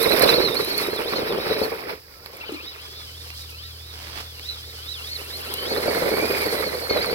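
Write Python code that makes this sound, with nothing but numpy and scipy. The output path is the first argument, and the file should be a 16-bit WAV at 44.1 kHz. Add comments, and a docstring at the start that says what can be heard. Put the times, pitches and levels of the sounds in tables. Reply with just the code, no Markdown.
"""Electric toy truck on gravel and grass

A small truck runs on a gravel track, off over a lawn and back: its gear tones follow a surging motor.
Random blows ring its plastic shell; noise and decaying grains make the tyre crunch, grit and flung stones.
A far engine drones on two wavering sines, air hisses and a runner's feet swish through the grass.
Two microphone ports colour everything differently in level, phase and coherence."""
import sys
import numpy as np
from scipy.fft import rfft, irfft, next_fast_len
from scipy.io import wavfile
from scipy.ndimage import map_coordinates

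SR = 44100
rng = np.random.default_rng(int(sys.argv[2]) if len(sys.argv) > 2 else 0)


def put_to_file(sound):
    """Save the sound as 16-bit audio at rate SR, in the file named by the first command-line argument."""
    columns = np.atleast_2d(sound).T  # one column per channel
    safe = np.clip(columns, -1, 1)
    whole_steps = np.round(safe * 32767)
    wavfile.write(sys.argv[1], SR, whole_steps.astype(np.int16))


N = 314874
TOP_HZ = 15950  # band limit

# Ring of the plastic shell: (frequency [Hz], level [dB])
SHELL_SPECTRUM = [(30, -22), (220, -8), (350, -2.5), (455, 5), (590, -2.5), (790, -12), (920, -15),
                  (1500, -18.5), (4000, -75)]
# Tyre crunch: (frequency [Hz], level [dB])
CRUNCH_SPECTRUM = [(300, -7), (850, -1.5), (1500, -3), (2350, 5), (2900, -4), (4100, -1), (5300, 0),
                   (6200, -30), (12000, -9.5)]
# Thrown grit: (frequency [Hz], level [dB])
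GRIT_SPECTRUM = [(2000, -19), (3500, -6.5), (5300, -8.5), (7000, -10.5), (10000, 1.5), (11400, -2),
                 (12700, 8), (14000, -9), (16000, -9)]


def amp(db):
    """Decibels to linear amplitude."""
    return 10 ** (np.asarray(db) / 20)


def unit(x):
    """Scale to an RMS of 1 over all rows."""
    return x / np.sqrt(np.mean(x ** 2) + 1e-20)


def along(points, hz):
    """Each column of (Hz, ..) rows, interpolated on a log-frequency axis."""
    f, *cols = np.transpose(points)
    return [np.interp(np.log(hz + 1), np.log(f + 1), c) for c in cols]


def curves(rows):
    """Each column of (s, ..) rows, interpolated to one value per sample."""
    s, *cols = np.transpose(rows)
    return [np.interp(np.arange(N) / SR, s, c) for c in cols]


def wobble(knots_per_s):
    """A smooth random curve through Gaussian knots."""
    knots = rng.standard_normal(int(N * knots_per_s / SR) + 4)
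    return map_coordinates(knots, [np.arange(N) * knots_per_s / SR])


def noise():
    """White noise: rows are direct and scattered sound."""
    return rng.standard_normal((2, N))


def swell(centre_s, half_s):
    """A Gaussian rise and fall."""
    return np.exp(-((np.arange(N) / SR - centre_s) / half_s) ** 2)


def coloured(x, spectrum):
    """Minimum-phase filtering: the folded cepstrum makes the given spectrum causal."""
    m = 2 * next_fast_len(x.shape[-1] // 2 + 4096)
    level_db = along(spectrum, np.fft.rfftfreq(m, 1 / SR))[0]
    cepstrum = irfft(np.log(amp(level_db)))
    cepstrum[1:m // 2] *= 2
    cepstrum[m // 2 + 1:] = 0
    response = np.exp(rfft(cepstrum))
    return irfft(rfft(x, m) * response, m)[..., :x.shape[-1]]


def shifted(spectrum, octaves):
    """The same spectrum moved up or down in pitch."""
    return [(hz * 2 ** octaves, db) for hz, db in spectrum]


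def gliding(x, spectrum, octaves, count=5):
    """A spectrum sliding in pitch, as a cross-fade of a few fixed filters."""
    steps = np.linspace(octaves.min(), octaves.max(), count)
    out = 0
    for step, share in zip(steps, np.eye(count)):
        out = out + np.interp(octaves, steps, share) * coloured(x, shifted(spectrum, step))
    return out


def impacts(per_s, spread_db, bed):
    """Random single-sample blows of uneven size over a bed of noise."""
    size = amp(spread_db * np.clip(rng.standard_normal(N), -2, 2))
    hit = rng.random(N) < per_s / SR
    blows = hit * size * noise()
    return unit(unit(blows) + bed * noise())


def pebbles(per_s, pitch_hz, cycles, spread_db):
    """Grains click as sines of random pitch that decay within a few cycles."""
    count = int(per_s * N / SR)
    start = rng.integers(0, N, (count, 1))
    tone, size, direct, scattered = rng.standard_normal((count, 4)).T[:, :, None]
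    hz = np.minimum(pitch_hz * 2 ** (tone / 2), TOP_HZ)
    age = np.arange(SR // 200)
    turns = hz * age / SR
    grain = amp(spread_db * np.clip(size, -2, 2)) * np.sin(2 * np.pi * turns) * np.exp(-turns / cycles)
    where = (start + age).ravel()
    rows = [np.bincount(where, (grain * gain).ravel(), N)[:N] for gain in (np.sign(direct), scattered)]
    return unit(np.array(rows))


def strikes(events, spectrum, t60_s, rattle):
    """Each blow is a sharp push and a decaying noise rattle, ringing through the struck object's spectrum."""
    out, t = np.zeros((2, N + SR)), np.arange(SR // 5) / SR
    for s, peak_db in events:
        force = rattle * amp(-60 * t / t60_s) * rng.standard_normal((2, len(t)))
        force[:, 0] += 1
        ring = coloured(force, spectrum)
        ring = ring / np.abs(ring).max(axis=1, keepdims=True)
        first = max(round(s * SR), 0)
        out[:, first:first + len(t)] += amp(peak_db) * ring
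    return out[:, :N]


def motor():
    """Mesh rate, whine level and surge height: each climbs to a crest, then drops to the next start."""
    # Throttle blips and wheel slips: (start [s], nominal mesh rate at start [Hz], crest [s],
    # nominal mesh rate at crest [Hz], relative whine level at crest [dB])
    surges = [(0, 1850, .035, 2020, -33), (.075, 1850, .115, 2050, -32), (.185, 1750, .234, 2150, -27),
              (.265, 1700, .295, 2000, -23), (.32, 1750, .358, 2150, -30), (.39, 1930, .425, 2110, -31),
              (.53, 1830, .578, 2130, -36), (.645, 1920, .7, 2240, -35), (.737, 1950, .767, 2200, -36.5),
              (.885, 1850, .92, 2130, -40), (1.035, 1450, 1.12, 2250, -41), (1.143, 1750, 1.165, 2160, -35),
              (1.24, 1520, 1.285, 1980, -42), (1.36, 1420, 1.42, 1980, -40), (1.47, 1860, 1.565, 2060, -40),
              (1.6, 1900, 1.638, 2180, -39), (1.71, 1300, 1.75, 1340, -63), (2.2, 650, 2.37, 1130, -55),
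              (2.39, 1030, 2.413, 1350, -45), (2.44, 1150, 2.475, 1560, -44),
              (2.525, 1150, 2.55, 1440, -46), (2.578, 1130, 2.694, 2000, -47),
              (2.765, 1200, 2.84, 1680, -50), (2.94, 1700, 2.97, 1830, -47), (3.1, 1490, 3.21, 1800, -52),
              (3.29, 1280, 3.42, 1880, -51), (3.54, 1280, 3.665, 1890, -48), (3.755, 1550, 3.88, 1920, -54),
              (3.98, 1590, 4.29, 1740, -53), (4.385, 1400, 4.495, 2000, -44), (4.61, 1620, 4.69, 1900, -50),
              (4.785, 1460, 4.92, 1950, -46), (5.0, 1390, 5.15, 2210, -43), (5.2, 1300, 5.218, 1520, -48),
              (5.25, 1280, 5.368, 2170, -44), (5.413, 1340, 5.435, 1650, -41),
              (5.47, 1310, 5.52, 1650, -41), (5.545, 1440, 5.61, 1530, -38),
              (5.632, 1460, 5.725, 2260, -38), (5.755, 1700, 5.785, 2120, -41),
              (5.808, 1520, 5.835, 2180, -38), (5.86, 1950, 5.885, 2250, -42),
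              (6.04, 2050, 6.29, 2440, -43), (6.625, 2020, 6.65, 2260, -40), (6.72, 2000, 6.785, 2230, -47),
              (6.89, 2150, 6.9, 2200, -35), (7.0, 1970, 7.03, 2330, -36), (7.09, 2020, 7.12, 2300, -40)]
    crest_power = 1.8  # 2 gives a sine, less a broader top
    start_s, low_hz, crest_s, top_hz, top_db = np.transpose(surges)
    turns_s = np.maximum.accumulate(np.column_stack([start_s, crest_s]).ravel())
    # whole numbers are starts, halves are crests
    place = np.interp(np.arange(N) / SR, turns_s, np.arange(len(turns_s))) / 2
    surge = place.astype(int)
    dip = np.minimum(place + .5, len(start_s) - 1).astype(int)
    height = np.abs(np.sin(np.pi * place)) ** crest_power
    low_db = np.minimum(top_db, np.append(top_db[0], top_db[:-1]))
    mesh_hz = low_hz[dip] + (top_hz[surge] - low_hz[dip]) * height
    level_db = low_db[dip] + (top_db[surge] - low_db[dip]) * height
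    return mesh_hz, level_db, height


def shaft(phase):
    """Unequal teeth make multiples of the shaft's rate sound faintly, coming and going."""
    teeth, level_db, swing_db = 7, -14, 6  # teeth: mesh beats per shaft turn
    out = 0
    for k in np.arange(teeth - 2, 3 * teeth + 2):
        gain = amp(level_db + swing_db * np.tanh(wobble(20)))
        out = out + gain * np.sin(k / teeth * phase + wobble(60))
    return out


def whine(shaking_db, jitter, shake, hop, flutter_db, grip_db, rough_rad):
    """Gear tones follow the motor and ring the case; stony ground jerks their speed and muffles the dips."""
    # Gear tones: (multiple of the mesh rate, relative level [dB])
    gears = [(1, -10), (2, 0), (3, -15)]
    # Extra level of the mesh tone: (time [s], level [dB])
    mesh_boost = [(5.65, 0), (6, 17), (6.35, 17), (7, 9)]
    # Ring of the gear case: (frequency [Hz], level [dB])
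    case = [(900, -5.5), (1350, 1.5), (1800, -6.5), (2250, 2), (3300, 0.5), (4200, 7.5), (5300, 4.5),
            (6000, -14.5)]
    sag_db = 1.8  # scales the softening in the dips
    mesh_hz, level_db, height = motor()
    stony = amp((shaking_db + 36) / 4)
    jerks = shake * wobble(90) + jitter * wobble(500)
    speed_hz = mesh_hz * (1 + hop * wobble(45) + stony * jerks)
    phase = 2 * np.pi * np.cumsum(speed_hz) / SR
    tones = shaft(phase) * np.ones((2, 1))
    for multiple, db in gears:
        grip = unit(amp(grip_db * np.tanh(2 * wobble(85))))  # the teeth grip and let go
        flutter = unit(amp(flutter_db * np.array([wobble(200) for _ in tones])))
        rasp = rough_rad * np.array([wobble(700) for _ in tones])  # uneven teeth smear each line
        drift = np.array([np.zeros(N), wobble(25)])
        gain = amp(db + (multiple == 1) * curves(mesh_boost)[0])
        tones += gain * grip * flutter * np.sin(multiple * phase + rasp + drift)
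    sag = sag_db * stony ** 2 * (1.5 - height)
    return amp(level_db + 4 - sag) * coloured(tones, case)


def shell_flex():
    """Pitch shift of the shell's ring in octaves: it wanders as the shell flexes."""
    # Slow shift: (time [s], pitch shift [octaves])
    slow_shift = [(.25, 0), (.6, -0.093), (1.6, -0.042), (7.1, -0.014)]
    flex_octaves, knots_per_s = .09, 20
    return curves(slow_shift)[0] + flex_octaves * np.tanh(wobble(knots_per_s))


def drumming(shaking_db, flex):
    """Tyre lugs and pebbles shake the plastic shell with dense random blows."""
    jolts = amp(3.5 * np.tanh(wobble(55)))
    ring = gliding(impacts(per_s=700, spread_db=2.5, bed=0.81), SHELL_SPECTRUM, flex)
    return amp(shaking_db - 2.5) * unit(jolts * ring)


def crunch(bites):
    """The tyres grind the ground in uneven bites: noise with clumps of grains."""
    # Pitch of the crunch: (time [s], pitch shift [octaves])
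    pitch_shift = [(1, 0.05), (5.7, -0.073)]
    grains = pebbles(per_s=1100, pitch_hz=1400, cycles=3, spread_db=4)
    clumps = unit(amp(4 * np.tanh(wobble(70))) * grains)
    grinding = noise() + .6 * clumps
    return unit(amp(3.15 * bites) * gliding(grinding, CRUNCH_SPECTRUM, curves(pitch_shift)[0]))


def grit(bites):
    """The tyres throw dust and chips: noise and high-pitched grains, following the bites."""
    chips = pebbles(per_s=600, pitch_hz=9000, cycles=2.5, spread_db=6)
    dust = noise() + 0.51 * chips
    return unit(amp(1.8 * bites + 1.4 * wobble(110)) * coloured(dust, GRIT_SPECTRUM))


def swish():
    """Grass brushes the tyres: coloured noise, slowly uneven."""
    # Grass noise: (frequency [Hz], level [dB])
    grass_spectrum = [(2200, -17.5), (3600, -4), (5200, -1.5), (6400, -11.5), (16000, -15.5)]
    return unit(amp(1.9 * wobble(30)) * coloured(noise(), grass_spectrum))


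def tyre_gains(shaking_db):
    """Crunch follows the shaking, spray its own curve; each skid adds power to both."""
    # Spray behind the wheels: (time [s], level [dB])
    spray_level = [(0, -32.5), (.3, -37.5), (1.6, -49.5), (2.05, -54.5), (3.4, -44), (3.8, -48), (5.5, -42),
                   (5.9, -37.5), (6.5, -37.5), (7.14, -42.5)]
    # Tyres skid and dig in: (centre [s], half length [s], crunch level [dB], spray level [dB])
    skids = [(0.23, 0.098, -28.5, -34), (0.815, 0.072, -33.5, -39.5), (1.64, 0.049, -40, -41.5),
             (1.903, 0.025, -35, -63), (6.373, 0.15, -35, -47)]
    crunch_db, crunch_db_per_db = -16.5, 0.7  # level at 0 dB shaking; slope
    crunch_gain = amp(crunch_db + crunch_db_per_db * shaking_db)
    spray_gain = amp(curves(spray_level)[0])
    for s, half_s, skid_crunch_db, skid_spray_db in skids:
        slip = swell(s, half_s)
        crunch_gain = np.hypot(crunch_gain, amp(skid_crunch_db) * slip)
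        spray_gain = np.hypot(spray_gain, amp(skid_spray_db) * slip)
    return crunch_gain, spray_gain


def tyres(shaking_db):
    """The tyres crunch the ground and spray grit on the track or swish on the lawn."""
    # Ground under the tyres: (time [s], share of grass [0-1])
    lawn = [(1.6, 0), (2, 0.92), (4.8, 0.9), (5.6, 0.45)]
    bites = np.tanh(wobble(45))
    grass = np.clip(curves(lawn)[0], 0, 1)
    spray = np.sqrt(1 - grass) * grit(bites) + 0.82 * np.sqrt(grass) * swish()
    crunch_gain, spray_gain = tyre_gains(shaking_db)
    return crunch_gain * crunch(bites) + spray_gain * spray


def open_air():
    """A soft steady hiss of coloured noise."""
    # Air noise: (frequency [Hz], level [dB])
    air_spectrum = [(30, -10.5), (70, 4.5), (200, -10), (450, -8.5), (900, -26.5), (2700, -39), (4900, -7),
                    (6900, -37), (13000, -16)]
    return amp(-51.0) * unit(coloured(noise(), air_spectrum))


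def far_engine():
    """Sines on one wavering clock drone together, in the direct row only."""
    # Engine tones: (nominal frequency [Hz], relative level [dB])
    drone_tones = [(79, 1), (118, -9)]
    # Engine level: (time [s], level [dB])
    drone_level = [(0, -55), (2.4, -58), (3.2, -43), (7.1, -45.5)]
    clock_s = np.cumsum(1 + 0.0085 * wobble(6.65)) / SR
    drone = unit(sum(amp(db) * np.sin(2 * np.pi * hz * clock_s) for hz, db in drone_tones))
    return amp(curves(drone_level)[0]) * np.array([drone, np.zeros(N)])


def stones():
    """Stones flung against the chassis: short bright strikes."""
    # Stone hits: (time [s], peak level ahead of the ports [dB])
    hits = [(.029, -17.5), (.195, -10.5), (.222, -10.5), (.648, -21), (.779, -13), (2.369, -32.5),
            (5.539, -12.5), (6.464, -23)]
    return strikes(hits, GRIT_SPECTRUM, t60_s=.018, rattle=.45)


def bumps(flex):
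    """Larger bumps jolt the shell, each ringing at the pitch it has flexed to."""
    # Bumps: (time [s], peak level ahead of the ports [dB])
    jolts = [(0.131, -18), (0.255, -13), (0.344, -14), (.598, -15), (.929, -18), (1.51, -13),
             (1.615, -12.5), (1.719, -18.5), (2.492, -24.5), (5.711, -15.5), (5.775, -19), (5.88, -13),
             (6.021, -14.5), (6.061, -18), (6.196, -17), (6.458, -18), (6.906, -13.5), (6.961, -15)]
    out = 0
    for s, db in jolts:
        out = out + strikes([(s, db)], shifted(SHELL_SPECTRUM, flex[int(s * SR)]), t60_s=0.07, rattle=0.16)
    return out


def clacks():
    """The suspension clacks: brief rattling strikes in the crunch's colour."""
    # Clacks: (time [s], peak level ahead of the ports [dB])
    hits = [(1.324, -21), (2.26, -24), (3.303, -27.5), (4.395, -26.5), (6.793, -26), (6.897, -32)]
    return strikes(hits, CRUNCH_SPECTRUM, t60_s=0.016, rattle=0.7)


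def landings():
    """The wheels land on turf with low thuds."""
    # Landings: (time [s], peak level ahead of the ports [dB])
    hits = [(2.521, -22.5), (2.545, -26.5), (2.632, -34)]
    # Turf thud: (frequency [Hz], level [dB])
    turf = [(100, -36), (240, -3), (305, 14), (400, -0.5), (1600, -31)]
    return strikes(hits, turf, t60_s=0.1, rattle=0.07)


def footsteps():
    """A runner's steps each crush a swelling patch of dry blades."""
    # Steps: (centre [s], level [dB], half length [s])
    steps = [(4.082, -42, 0.17), (4.183, -39.5, 0.036)]
    pressure = sum(amp(db) * swell(s, half_s) for s, db, half_s in steps)
    spectrum = [(100, 0.5), (5000, -4.0), (7000, -16.5)]  # (frequency [Hz], level [dB])
    blades = coloured(impacts(per_s=1500, spread_db=7.0, bed=0.9), spectrum)
    return pressure * unit(blades)


def ports(pair):
    """Direct and scattered sound reach two ports that differ in level and phase at each frequency."""
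    # Ports: (frequency [Hz], left-right level [dB], phase lead of the left [rad], coherence [0-1])
    port_table = [(148, 1, 0, 0.9), (535, -3, 0.36, 0.42), (830, 1, -1.5, 0.2), (2140, -9, -2.5, 0.64),
                  (3180, -2.5, -3, 0.18), (3730, -9.5, -5, 0.65), (5510, -8.5, -2, 0.58),
                  (6260, 15, -2, 0.65), (12800, -5.5, -2.5, 0.077), (15000, 0, -2.5, .3)]
    m = next_fast_len(N + SR // 2)
    balance_db, lead_rad, coherence = along(port_table, np.fft.rfftfreq(m, 1 / SR))
    coherence = np.clip(coherence, 0, .99)
    shares = np.sqrt([(1 + coherence) / 2, (1 - coherence) / 2])
    direct, scattered = rfft(pair, m) * shares
    tilt = amp(balance_db / 2) * np.exp(.5j * lead_rad)
    # level of the ports' mean, divided out
    centre = np.sqrt(amp(balance_db) + amp(-balance_db) + 2 * coherence * np.cos(lead_rad)) / 2
    left, right = (direct + scattered) * tilt, (direct - scattered) / tilt
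    return irfft(np.array([left, right]) / centre, m)[:, :N]


def scene():
    """The panned truck, the runner and the open field, heard through the ports."""
    # How hard the ground shakes the truck: (time [s], shaking [dB])
    shaking = [(0, -23.5), (.26, -15), (.68, -30), (1.3, -25), (1.62, -24), (1.78, -35), (1.93, -31.5),
               (2.02, -60.5), (2.35, -46.5), (3.6, -58), (5, -50), (5.55, -36.5), (5.75, -27), (6.05, -23),
               (6.6, -25.5), (6.88, -34.5), (6.905, -24), (7.14, -28)]
    # Place of the truck: (time [s], left-right level [dB])
    pan = [(0, -5), (1.2, 1), (2.6, 0.5), (7.1, -0.1)]
    shaking_db, = curves(shaking)
    pan_db, = curves(pan)
    flex = shell_flex()
    gears = whine(shaking_db, jitter=0.003, shake=.008, hop=.014, flutter_db=2.5, grip_db=5, rough_rad=0.34)
    body = drumming(shaking_db, flex) + bumps(flex) + landings()
    ground = tyres(shaking_db) + stones() + clacks()
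    truck = ports(gears + body + ground)
    field = ports(open_air() + far_engine() + footsteps())
    return truck * amp([pan_db / 2, -pan_db / 2]) + field


def record(dry):
    """Round off the loudest peaks, then cut everything from the band limit up."""
    rounded = dry / (1 + (dry / .9) ** 4) ** .25
    m = next_fast_len(N + SR // 2)
    passed = np.fft.rfftfreq(m, 1 / SR) < TOP_HZ
    return irfft(rfft(rounded, m) * passed, m)[:, :N]


dry = scene()
out = record(dry)
put_to_file(out)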